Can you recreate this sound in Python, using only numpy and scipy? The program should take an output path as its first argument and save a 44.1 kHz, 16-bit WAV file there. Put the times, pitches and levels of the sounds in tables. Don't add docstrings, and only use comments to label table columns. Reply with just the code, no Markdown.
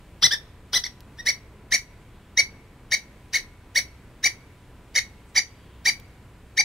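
import sys
import numpy as np
from scipy import signal
from scipy.fft import rfft, irfft, next_fast_len
from scipy.io import wavfile
from scipy.ndimage import map_coordinates

SR = 44100
rng = np.random.default_rng(int(sys.argv[2]) if len(sys.argv) > 2 else 0)


def unload_wav(signal):
    wavfile.write(
        sys.argv[1],
        SR,
        np.round(np.clip(np.atleast_2d(signal).T, -1, 1) * 32767).astype(np.int16),
    )


N = 292912

# (apex time [s], apex pitch [Hz], rise [s], fall [s], sweep [fraction of pitch],
# mouth gape [clipped to 0-1], level [dB], 2nd harmonic [dB], 3rd harmonic [dB], split [dB],
# rasp [dB], rasp lead before apex [s], fizz above 7.5 kHz [dB])
BARK_SCORE = [ (0.257, 2051, 0.033, 0.016, .52, 1, -12.5, 0, -1, -37, 0.5, .036, 1.5),
              (.334, 1839, 0.025, 0.017, .19, 0.7, -10, -8, -11.5, -35, -6, 0.02, -2),
              (0.766, 2016, .034, .018, 0.4, 0.96, -16.5, -2, -1.5, -39, 4, .035, 2),
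              (.855, 2256, 0.018, 0.018, .33, 3, -21, -6.5, -5, -17.5, -2, 0.014, -2),
              (1.204, 1914, .019, 0.01, 0.1, 0.8, -24, -15.5, -22, -36.5, -17, 0.03, 2.5),
              (1.295, 2270, .031, .016, .28, 0.25, -14.5, -1.5, -7, -5.5, -1, 0.037, -0.5),
              (1.746, 2299, .027, .018, .31, 0.06, -16, 1, 1.5, -1.5, 2, .031, 0.5),
              (2.398, 2268, .025, 0.014, 0.2, 0.11, -14, -0.5, -2, -3, 1, .025, -2),
              (2.94, 2291, 0.022, .015, .33, 0.05, -15.5, 0.5, -2, -5, 2, .026, -1.5),
              (3.361, 2225, .022, .016, .28, 0.03, -17, -0.5, -3, -21.5, 6, 0.027, -1.5),
              (3.781, 2255, .026, 0.014, .27, 0.2, -14.5, -1, -3, -4, 0.5, 0.028, 2.5),
              (4.263, 2350, 0.025, .015, .31, 0.06, -15.5, 1, -1, -1.5, 2.5, 0.029, -1),
              (4.979, 2228, .024, 0.019, .32, 0.01, -17, 1, 1, -4.5, 4, .030, -2.5),
              (5.381, 2376, 0.02, .016, .29, 0.14, -14, -0.5, 0, 0, 1, 0.028, -3.5),
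              (5.887, 2377, .032, .018, .33, 0.16, -13, -4, -4.5, -2, 0, .034, -0.5),
              (6.602, 2379, 0.03, 0.015, 0.4, -0.5, -15, 1.5, -3, 3, -1.5, 0.03, -1)]
# (frequency [Hz], level [dB])
RASP_SPECTRUM = [(150, 2), (500, 1.5), (1100, 0.5), (2000, 2), (2700, -4.5), (3600, 1.5), (6000, 0.5),
                 (7300, -6.5), (9500, -2), (11500, -3.5), (15500, -4.5)]
# (centre [Hz], width [Hz], level [dB])
SHUT_FORMANTS = [(1848, 290, -0.5), (2242, 440, 1.5), (3014, 350, -6.5), (3902, 380, -4.5),
                 (4476, 190, -5.5), (4715, 300, -1.5), (5733, 560, 1), (6366, 1300, -9), (9472, 1800, -16)]
# (centre [Hz], width [Hz], level [dB])
GAPE_FORMANTS = [(1109, 3500, -16.5), (1997, 240, -7.5), (3488, 770, -0.5), (4020, 230, -1.5),
                 (4920, 900, -0.5), (5600, 370, 4), (5980, 330, -1.5), (8000, 700, -21.5),
                 (9640, 1100, -18)]
# (frequency [Hz], side gain [dB])
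SCATTER_WIDTH = [(500, -7.5), (2000, -17), (3400, -8.5), (4300, -8.5), (6000, -6.5), (9000, -4.5),
                 (14000, -9)]
# (frequency [Hz], T60 [s])
FENCE_T60 = [(500, .15), (2200, 0.17), (6000, 0.159), (14000, 0.21)]
# (frequency [Hz], T60 [s])
GARDEN_T60 = [(500, .6), (2200, 1), (6000, .5), (14000, .25)]
# (time [s], level [dB])
TICK_EVENTS = [(1.0056, -44), (5.9994, -43.5)]
# (time [s], half length [s], centre [Hz], level [dB])
RUSTLE_EVENTS = [(2.2, 0.11, 3365, -70.5), (5.299, .025, 7955, -66.5), (5.689, 0.19, 3185, -65)]
# (frequency [Hz], level [dB])
AIR_SPECTRUM = [(12, -50.5), (20, -2.5), (70, -4.5), (104, -4), (149, -8), (186, -9), (363, -14.5),
                (454, -15.5), (600, -20), (991, -22.5), (1460, -24.5), (2290, -26.5), (5900, -39.5),
                (8020, -37.5), (15700, -46.5)]
# (frequency [Hz], correlation [0-1])
AIR_COHERENCE = [(60, .98), (150, 1), (500, 0.983), (1600, 1), (5000, 0.46), (15000, 0.56)]
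# (time [s], level [dB])
LEAF_LEVELS = [(0, -66.5), (1, -68), (2, -68.5), (3, -67.5), (4, -67.5), (4.7, -67), (5.5, -66.5), (6, -68),
               (6.64, -68)]
# (frequency [Hz], level [dB])
HUM_TONES = [(31, -64), (62.5, -58), (92, -60), (122, -61.5), (990, -70.5)]


def squirrel():
    out, t = np.zeros((2, N)), np.arange(-SR // 16, SR // 10) / SR
    for apex_s, apex_hz, rise_s, fall_s, sweep, gape, level_db, *timbre in BARK_SCORE:
        call = amp(level_db) * bark(t, apex_hz, rise_s, fall_s, sweep, gape, *timbre)
        add(out, scatter(call), apex_s + t[0])
        fence = amp(-7) * echo_tail(FENCE_T60, delay_s=0.0042)
        garden = amp(-37) * echo_tail(GARDEN_T60, delay_s=0.04)
        add(out, signal.fftconvolve(call[None], fence + garden, axes=1), apex_s + t[0])
    return out


def bark(t, apex_hz, rise_s, fall_s, sweep, gape, second_db, third_db, split_db, rasp_db, lead_s,
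         fizz_db):
    arch = t / np.where(t < 0, rise_s, fall_s)
    slack = np.minimum(arch ** 2, 1)
    pitch_hz = apex_hz * np.maximum(1 - sweep * arch ** 2, 0.3)
    jitter = 0.001 + 0.026 * slack + np.interp(apex_hz, [1850, 2020], [0.012, 0])
    pitch_hz *= 1 + jitter * wobble(1100, len(t))
    phase = 2 * np.pi * np.cumsum(pitch_hz) / SR
    voicing = ease((arch + 0.94) / 0.1) * ease((0.78 - arch) / 0.18)
    split = amp(split_db) * ease((pitch_hz / apex_hz - 0.98) / 0.01)
    voice = voicing * vocal_folds(phase, split, second_db, third_db)
    side_tone = voicing * split * amp(-19) * np.sin(2 * phase - 2 * np.pi * 3910 * t)
    breath = amp(rasp_db - 15.5) * rasp(t, phase, gape, lead_s, fall_s)
    call = filtered(voice, lambda hz: throat(hz, gape)) + side_tone + breath
    fizz = filtered(call, lambda hz: ease((hz - 7500) / 300))
    return call + fizz * (amp(fizz_db + 3 - 5 * slack) - 1)


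def vocal_folds(phase, split, second_db, third_db):
    def partial(order, db):
        flicker_db = 2.2 * wobble(220, len(phase))
        return amp(db + flicker_db) * np.sin(order * phase + rng.uniform(0, 2 * np.pi))

    harmonics = partial(1, -4 * split) + partial(2, second_db) + partial(3, third_db - 7 * split)
    harmonics += sum(partial(k, third_db - 4.5 - 3 * (k - 4)) for k in range(4, 7))
    return harmonics + split * (partial(5 / 2, 0) + partial(7 / 2, -3) + partial(3 / 2, -8))


def rasp(t, phase, gape, lead_s, fall_s):
    envelope = ease((t + lead_s) / 0.0046) * amp(-600 * np.maximum(t - 0.47 * fall_s, 0))
    chopped = noise(RASP_SPECTRUM, len(t)) * (1 + 0.5 * np.sin(phase))
    hiss = unit(filtered(chopped, lambda hz: throat(hz, gape) ** 0.63))
    return envelope * hiss * amp(2.6 * wobble(400, len(t)))


def throat(hz, gape):
    def shape(formants):
        peaks = [amp(db) / (1 + 2 * ((hz - centre_hz) / width_hz) ** 2) ** 2
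                 for centre_hz, width_hz, db in formants]
        return np.sqrt(sum(peak ** 2 for peak in peaks) + amp(-28) ** 2)

    gape = np.clip(gape, 0, 1)
    return shape(SHUT_FORMANTS) ** (1 - gape) * shape(GAPE_FORMANTS) ** gape


def scatter(call):
    def side_gain(hz):
        walk_rad = np.interp(hz, np.linspace(0, SR / 2, 40), np.cumsum(rng.normal(0, 2, 40)))
        return amp(along(SCATTER_WIDTH, hz)) * (0.4 * np.cos(walk_rad) + 1.35j * np.sin(walk_rad))

    side = filtered(call, side_gain)
    return np.array([call + side, call - side]) * amp([[0.4], [-0.4]])


def echo_tail(t60_table, delay_s):
    size = SR // 2
    hz, t, spectra = signal.stft(rng.standard_normal((2, size)), SR, nperseg=256)
    decay = amp(-60 * t / along(t60_table, hz)[:, None])
    tail = signal.istft(spectra * decay, SR, nperseg=256)[1][:, :size]
    tail *= ease(4 * (np.arange(size) / SR / delay_s - 1))
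    return tail / np.linalg.norm(tail[0])


def thump():
    t = np.arange(N) / SR
    spectrum_hz_db = [(60, -28.5), (140, 7.5), (180, -5.5), (300, -15), (1000, -62.5)]
    return amp(-37.5) * np.exp(-((t - 0.258) / 0.02) ** 2) * noise(spectrum_hz_db, N)


def ticks(t60_s=0.018):
    out, t = np.zeros(N), np.arange(SR // 20) / SR
    spectrum_hz_db = [(1500, -20.5), (3700, -1.5), (6000, -7.5), (8000, -15.5), (15000, -10)]
    for start_s, db in TICK_EVENTS:
        add(out, amp(db + 1 - 60 * t / t60_s) * noise(spectrum_hz_db, len(t)), start_s)
    return out


def rustles():
    out, t = np.zeros(N), np.arange(N) / SR
    for peak_s, half_s, hz, db in RUSTLE_EVENTS:
        band = noise([(hz / 2, -20), (hz, 0), (hz * 2, -30)], N)
        out += amp(db) * np.exp(-((t - peak_s) / half_s) ** 2) * band
    return out


def outdoors():
    def mid_side_gain(hz):
        angle_rad = np.arccos(np.clip(along(AIR_COHERENCE, hz), -1, 1)) / 2
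        return amp(along(AIR_SPECTRUM, hz)) * [np.cos(angle_rad), np.sin(angle_rad)]

    mid, side = filtered(rng.standard_normal((2, N)), mid_side_gain)
    air = np.array([mid + side, mid - side])
    treble = filtered(air, lambda hz: ease((hz - 2200) / 600))
    rumble = unit(air - treble) * amp(-50 + 0.7 * wobble(9.6, N))
    leaf_db = np.interp(np.arange(N) / SR, *np.transpose(LEAF_LEVELS)) + 3.5 + 0.7 * wobble(5, N)
    return rumble + unit(treble) * amp(leaf_db)


def machine_hum():
    out, t = np.zeros(N), np.arange(N) / SR
    for hz, db in HUM_TONES:
        rms = amp(db + 2 * wobble(5, N))
        out += rms * np.sqrt(2) * np.sin(2 * np.pi * hz * t + 0.4 * wobble(12, N))
    return out


def amp(db):
    return 10 ** (np.asarray(db) / 20)


def unit(x):
    return x / np.sqrt(np.mean(x ** 2) + 1e-20)


def along(points, hz):
    knots_hz, values = np.transpose(points)
    return np.interp(np.log(hz + 1), np.log(knots_hz + 1), values)


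def wobble(rate_hz, size):
    position = np.arange(size) * min(rate_hz / SR, 1)
    return map_coordinates(rng.standard_normal(size + 4), [position], mode="mirror")


def ease(u):
    return 0.5 + 0.5 * np.tanh(u)


def filtered(x, response):
    size = x.shape[-1]
    padded = next_fast_len(size + 4096)
    return irfft(rfft(x, padded) * response(np.fft.rfftfreq(padded, 1 / SR)), padded)[..., :size]


def noise(spectrum, size):
    return unit(filtered(rng.standard_normal(size), lambda hz: amp(along(spectrum, hz))))


def add(track, sound, start_s):
    part = track[..., max(round(start_s * SR), 0):][..., :sound.shape[-1]]
    part += sound[..., :part.shape[-1]]


def scene():
    return squirrel() + ticks() + thump() + rustles() + outdoors() + machine_hum()


def record(dry):
    return filtered(dry, lambda hz: hz < 15700)


dry = scene()
out = record(dry)
unload_wav(out)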